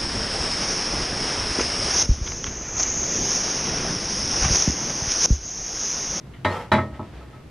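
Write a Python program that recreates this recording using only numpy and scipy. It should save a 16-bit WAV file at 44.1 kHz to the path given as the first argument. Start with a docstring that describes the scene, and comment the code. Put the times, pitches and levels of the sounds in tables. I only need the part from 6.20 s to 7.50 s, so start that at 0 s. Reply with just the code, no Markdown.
"""In a small, quiet bathroom a heavy ceramic piece, probably a toilet tank lid, is set down.
One end knocks, the piece scrapes briefly, and the other end lands harder, rocks and settles with a bump.
Each impact excites damped modes of the ceramic and its support, with a clatter of short rings and echoes.
Friction makes the scrape and the faint rubbing that follows; a low room rumble lies beneath it all."""
import sys
import numpy as np
from scipy import signal
from scipy.fft import rfft, irfft
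from scipy.io import wavfile

SR = 44100
rng = np.random.default_rng(int(sys.argv[2]) if len(sys.argv) > 2 else 0)


def generate_wav(signal):
    """Clip the signal to [-1, 1] and save it as 16-bit WAV at the path in sys.argv[1]."""
    frames = np.transpose(np.atleast_2d(signal))
    scaled = np.clip(frames, -1, 1) * 32767
    pcm = np.round(scaled).astype(np.int16)
    wavfile.write(sys.argv[1], SR, pcm)


N = 57330
T = np.arange(N) / SR
HZ = np.fft.rfftfreq(N, 1 / SR)

# impacts: t/s, ring/dB, thump/dB, clatter/dB, cutoff/Hz, place (0 first end, 1 second end), t60 factor
IMPACTS = [(0.247, -15, -20, -23, 11800, 0, 0.79), (0.5169, -14.5, -17.5, -19.5, 12400, 0.97, 0.82),
           (0.532, -20, -20.5, -25, 5000, 1, 0.73), (0.581, -22, -24.5, -28, 2150, 1, 0.66),
           (0.793, -31, -28.5, -36.5, 1200, 0.84, 0.54)]
# modes of the ceramic: f/Hz, level struck at first end/dB, level struck at second end/dB, base t60/s
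CERAMIC_MODES = [(590, -9, -8, .38), (636, -11, -3, .38), (862, -7, 0, .25), (967, -10, -3, .42),
                 (1082, -11, -10, .22), (1292, -8, -1, .36), (1475, -18, -14, .25), (1592, -15, -14, .25),
                 (1767, -12, -9, .17), (1854, -8, -9, .42), (2040, -11, -10, .26), (2125, -16, -16, .22),
                 (2383, -19, -13, .2), (3063, -23, -29, .14), (3408, -23, -20, .34), (3893, -16, -13, .2),
                 (4097, -40, -21, .22)]
# low modes of the support and the room: f/Hz, first-end level/dB, second-end level/dB, base t60/s
SUPPORT_MODES = [(94.73, 4, 5, 0.44), (130.6, -26, -5, 0.51), (178.3, -14.5, -12.5, 0.97),
                 (212.8, -13, -1, 0.6), (249.8, -5, 1.5, 0.27), (316.3, -24, 0, 0.23),
                 (359, -5.5, -3.5, 0.37), (369.7, -15, -9.5, 0.33)]
# spectrum of short rings and wall echoes: f/Hz, relative level/dB
CLATTER_SPECTRUM = [(30, -45), (80, -26), (140, -5), (300, -0.5), (400, -4.5), (500, -4.5), (700, -7.5),
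                    (1100, -1.5), (1500, -6), (2100, -4.5), (2800, -14.5), (4000, -19.5), (5200, -28.5),
                    (8000, -38), (11500, -44), (13500, -63)]
# their decay: f/Hz, base t60/s
CLATTER_DECAY = [(80, 0.42), (250, 0.62), (700, 0.58), (1500, 0.26), (3000, 0.36), (6000, 0.43),
                 (12000, 0.45)]
# envelope of the slide: t/s, level/dB
SCRAPE_ENVELOPE = [(0.281, -36.5), (.315, -32), (.355, -29), (0.389, -33), (0.426, -35), (0.459, -42),
                   (.5, -52)]
# spectrum of sliding friction: f/Hz, relative level/dB
SCRAPE_SPECTRUM = [(60, -12), (250, -18), (500, 3.5), (660, -1.5), (900, 6), (1250, -15), (1550, -5.5),
                   (2000, -4), (3000, -16), (5000, -21), (8000, -28), (12000, -33.5), (14000, -34)]
# resonances driven by the slide: f/Hz, bandwidth/Hz, relative level/dB
SCRAPE_RESONANCES = [(477, 69, 4.5), (880, 110, 3.5), (1196, 33, 4), (1320, 29, 6.5), (1860, 25, -5),
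                     (2770, 96, -10.5), (3160, 99, -11), (5230, 110, -17)]
# squeak early in the slide: t/s, Gaussian width/s, f/Hz
SQUEAK = (.318, .011, 4300)
# light touches on one ceramic mode: t/s, level/dB, f/Hz, t60/s
TOUCHES = [(1.012, -40.5, 1285, 0.12), (1.133, -45.5, 1287, 0.29)]
# dull handling bumps: t/s, level/dB, f/Hz
BUMPS = [(0.723, -30.5, 67.6), (0.961, -33, 66.6), (0.984, -43, 152)]
# taps on a light part: t/s, level/dB, t60/s
TAPS = [(0.136, -46.5, 0.21), (0.742, -53.5, 0.16)]
# resonances of that part, before squaring: f/Hz, bandwidth/Hz, relative level/dB
TAP_RESONANCES = [(1396, 110, 1), (2040, 420, 5.5), (2940, 440, 1.5)]
# edge contact in the hard landing: t/s, level/dB, f/Hz, Gaussian width/octaves, t60/s
EDGE_CLICK = (0.5332, -40, 9500, .3, .022)
# light rubs: t/s, Gaussian width/s, hiss level/dB, ring level/dB
RUBS = [(0.752, 0.026, -49, -45.5), (0.848, 0.046, -50.5, -59), (0.968, 0.038, -47.5, -72),
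        (1.028, 0.031, -54.5, -55), (1.15, 0.048, -53, -52)]
# spectrum of their hiss: f/Hz, relative level/dB
RUB_SPECTRUM = [(60, -48), (300, 11.5), (900, 1), (1800, -2), (2800, -5), (5000, -14.5), (10000, -31),
                (14000, -42)]
# room rumble and hiss: f/Hz, relative level/dB
ROOM_SPECTRUM = [(15, -8), (35, -30), (62, 5.5), (85, -8.5), (130, 0.5), (190, -9), (300, -12), (500, -18),
                 (1000, -25), (2000, -29), (4000, -36), (8000, -45), (12000, -49.5), (15000, -42)]
# stereo width of the contact noises: f/Hz, side-to-mid ratio/dB
CONTACT_WIDTH = [(60, -77), (250, -26), (700, -20), (1400, -16.5), (2800, -9), (5600, -4), (11000, 5)]
# stereo width of the room noise: f/Hz, side-to-mid ratio/dB
ROOM_WIDTH = [(60, -40), (250, -8.5), (700, -6), (1400, -5.5), (2800, -5), (5600, -2), (11000, 2)]
# treble response of the microphone: f/Hz, gain/dB
MIC_RESPONSE = [(10500, -0.5), (12000, -1), (13000, -5), (14500, -16)]


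def knocks(crack_hz=3080, crack_db=-10):
    """Impact excitation: each blow cracks, rings the ceramic, thumps the support and stirs the room."""
    out = np.zeros((2, N))
    for s, ring_db, thump_db, clatter_db, cutoff_hz, place, t60_factor in IMPACTS:
        crack = burst(crack_hz, octaves=0.16, t60=0.038) * rise(0.0016)
        crack *= amp(crack_db) * lowpass(crack_hz, cutoff_hz, steepness=10)
        ring = struck(CERAMIC_MODES, place, cutoff_hz, t60_factor) + crack
        thump = struck(SUPPORT_MODES, place, cutoff_hz, t60_factor, rise_cycles=1.6)
        echoes = clatter(cutoff_hz, t60_factor)
        add(out, s, amp(ring_db) * ring + amp(thump_db) * thump + amp(clatter_db) * echoes)
    return out


def struck(modes, place, cutoff_hz, t60_factor, rise_cycles=0):
    """Modal superposition: the striking point weights each mode; a softer contact excites less treble."""
    out = np.zeros((2, N))
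    for hz, first_db, second_db, t60 in modes:
        gain = amp(first_db + place * (second_db - first_db)) * lowpass(hz, cutoff_hz, steepness=10)
        out += gain * mode(hz, t60 * t60_factor, rise_s=0.0014 + rise_cycles / hz)
    return out


def mode(hz, t60, rise_s):
    """Damped oscillation: one partial builds up and dies away, wider in stereo the higher it is."""
    phase = 2 * np.pi * (hz * T + rng.random())
    side = 0.12 * hz / 2000 * np.sin(phase + 2 * np.pi * rng.random())
    return (np.sin(phase) + np.array([side, -side])) * decay(t60) * rise(rise_s)


def burst(hz, octaves, t60):
    """Contact transient: a brief, hard collision spreads its energy over a band of frequencies."""
    band = bell(np.log2((HZ + 1) / hz), 0, octaves) * lowpass(HZ, 12000, steepness=60)
    return noise(band, CONTACT_WIDTH) * decay(t60)


def clatter(cutoff_hz, t60_factor):
    """Reverberation: dense rings and echoes merge into noise, each band decaying at its own rate."""
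    near_mode = np.max([bell(HZ, hz, 75) for hz, *_ in CERAMIC_MODES], axis=0)
    midrange = np.interp(HZ, [400, 480, 4000, 5000], [0, 1, 1, 0])
    modal_db = (3 * near_mode - 3.5) * midrange  # weaker between the ceramic's modes
    colour = amp(curve(CLATTER_SPECTRUM, HZ) + modal_db) * lowpass(HZ, cutoff_hz, steepness=10)
    hz, t, bands = signal.stft(noise(colour, CONTACT_WIDTH), SR, nperseg=512)
    t60 = t60_factor * curve(CLATTER_DECAY, hz)[:, None]
    tail = signal.istft(bands * decay(t60, t), SR)[1][:, :N]
    early_boost = 1 + amp(-1) * np.exp(-T / 0.018)
    return tail * rise(0.0016) * early_boost


def scrape(resonance_db=3.5, squeak_db=-43):
    """Sliding friction: unglazed ceramic drives resonances between the two knocks and squeaks once."""
    power = sum(abs(resonance(*row)) ** 2 for row in SCRAPE_RESONANCES)
    peaks = amp(resonance_db) * np.sqrt(power) * lowpass(HZ, 6800)
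    colour = np.hypot(amp(curve(SCRAPE_SPECTRUM, HZ)), peaks)
    times, levels = np.transpose(SCRAPE_ENVELOPE)
    envelope = amp(np.interp(T, times, levels, left=-120, right=-120))
    s, width_s, hz = SQUEAK
    squeak = amp(squeak_db) * bell(T, s, width_s) * np.sin(2 * np.pi * hz * T)
    return envelope * stereo(grit(), colour, CONTACT_WIDTH) + squeak


def grit(catches_per_s=1200):
    """Friction noise: many tiny catches of uneven size occur at random over a smoother hiss."""
    catches = rng.random(N) < catches_per_s / SR
    size_db = np.minimum(rng.exponential(1, N), 4)
    impulses = unit(catches * amp(size_db) * rng.standard_normal((2, N)))
    return impulses + 1.5 * rng.standard_normal((2, N))


def handling(rise_s=0.0033, bump_t60=0.22):
    """Free vibration: after the landing, each faint touch or dull bump excites a single mode."""
    out = np.zeros((2, N))
    for s, db, hz, t60 in TOUCHES:
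        add(out, s, amp(db) * mode(hz, t60, rise_s))
    for s, db, hz in BUMPS:
        add(out, s, amp(db) * mode(hz, bump_t60, rise_s))
    return out


def ticks():
    """Transient excitation: two taps stir a light part's resonances; an edge contact clicks brightly."""
    out = np.zeros((2, N))
    colour = abs(sum(resonance(*row) for row in TAP_RESONANCES)) ** 2
    for s, db, t60 in TAPS:
        add(out, s, amp(db) * noise(colour, CONTACT_WIDTH) * decay(t60))
    s, db, hz, octaves, t60 = EDGE_CLICK
    add(out, s, amp(db) * burst(hz, octaves, t60))
    return out


def rubs(cutoff_hz=1500, bandwidth_hz=25):
    """Forced vibration: light friction hisses and faintly drives the ceramic's modes."""
    body = sum(resonance(hz, bandwidth_hz, db) for hz, db, _, _ in CERAMIC_MODES)
    hiss = stereo(grit(), amp(curve(RUB_SPECTRUM, HZ)), CONTACT_WIDTH)
    ring = stereo(grit(), body * lowpass(HZ, cutoff_hz), CONTACT_WIDTH)
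    return sum(bell(T, s, width_s) * (amp(hiss_db) * hiss + amp(ring_db) * ring)
               for s, width_s, hiss_db, ring_db in RUBS)


def room_noise(level_db=-41.5, drift_db=0.25):
    """Ambient noise: low rumble and faint hiss under a slight, slow amplitude modulation."""
    drift = unit(irfft(rfft(rng.standard_normal(N)) * lowpass(HZ, 6.4), N))
    return amp(level_db + drift_db * drift) * noise(amp(curve(ROOM_SPECTRUM, HZ)), ROOM_WIDTH)


def noise(gain, width):
    """Spectral shaping: white noise takes on a colour and a stereo width."""
    return stereo(rng.standard_normal((2, N)), gain, width)


def stereo(pair, gain, width):
    """Mid-side stereo: the sum and difference of two filtered signals, scaled to a mid rms of 1."""
    mid = irfft(rfft(pair[0]) * gain, N)
    side = irfft(rfft(pair[1]) * gain * amp(curve(width, HZ)), N)
    return np.array([mid + side, mid - side]) / (mid.std() + 1e-20)


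def resonance(hz, bandwidth_hz, db):
    """Complex frequency response of a single-pole resonator."""
    return amp(db) / (1 + 2j * (HZ - hz) / bandwidth_hz)


def lowpass(hz, cutoff_hz, steepness=4):
    """Low-pass gain, falling towards 3 dB per octave for each unit of steepness."""
    return 1 / np.sqrt(1 + (hz / cutoff_hz) ** steepness)


def decay(t60, t=T):
    """Exponential damping by 60 dB in t60 seconds."""
    return np.exp(-np.log(1000) * t / t60)


def rise(rise_s):
    """Exponential approach to full amplitude."""
    return 1 - np.exp(-T / rise_s)


def bell(x, centre, width):
    """Gaussian curve of height 1."""
    return np.exp(-.5 * ((x - centre) / width) ** 2)


def amp(db):
    """Amplitude ratio of a level in decibels."""
    return 10 ** (np.asarray(db) / 20)


def unit(x):
    """Normalisation to rms 1."""
    return x / np.sqrt(np.mean(x ** 2) + 1e-20)


def curve(points, hz):
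    """Interpolation on a logarithmic frequency axis."""
    f, value = np.transpose(points)
    return np.interp(np.log(hz + 1), np.log(f + 1), value)


def add(mix, s, sound):
    """Delay and sum: a sound enters the mix at s seconds."""
    start = max(round(s * SR), 0)
    mix[:, start:] += sound[..., :N - start]


def scene():
    """Linear superposition: the pressures of all sources add."""
    return knocks() + ticks() + scrape() + rubs() + handling() + room_noise()


def record(dry, band_limit_hz=14600):
    """Saturation and band limiting: peaks are rounded softly and the top treble falls away."""
    rounded = dry / (1 + dry ** 4) ** (1 / 4)
    dulled = irfft(rfft(rounded) * amp(curve(MIC_RESPONSE, HZ)), N)
    kernel = signal.firwin(255, band_limit_hz, window=("kaiser", 9), fs=SR)
    return signal.oaconvolve(dulled, kernel[None], "same")


dry = scene()
out = record(dry)
generate_wav(out)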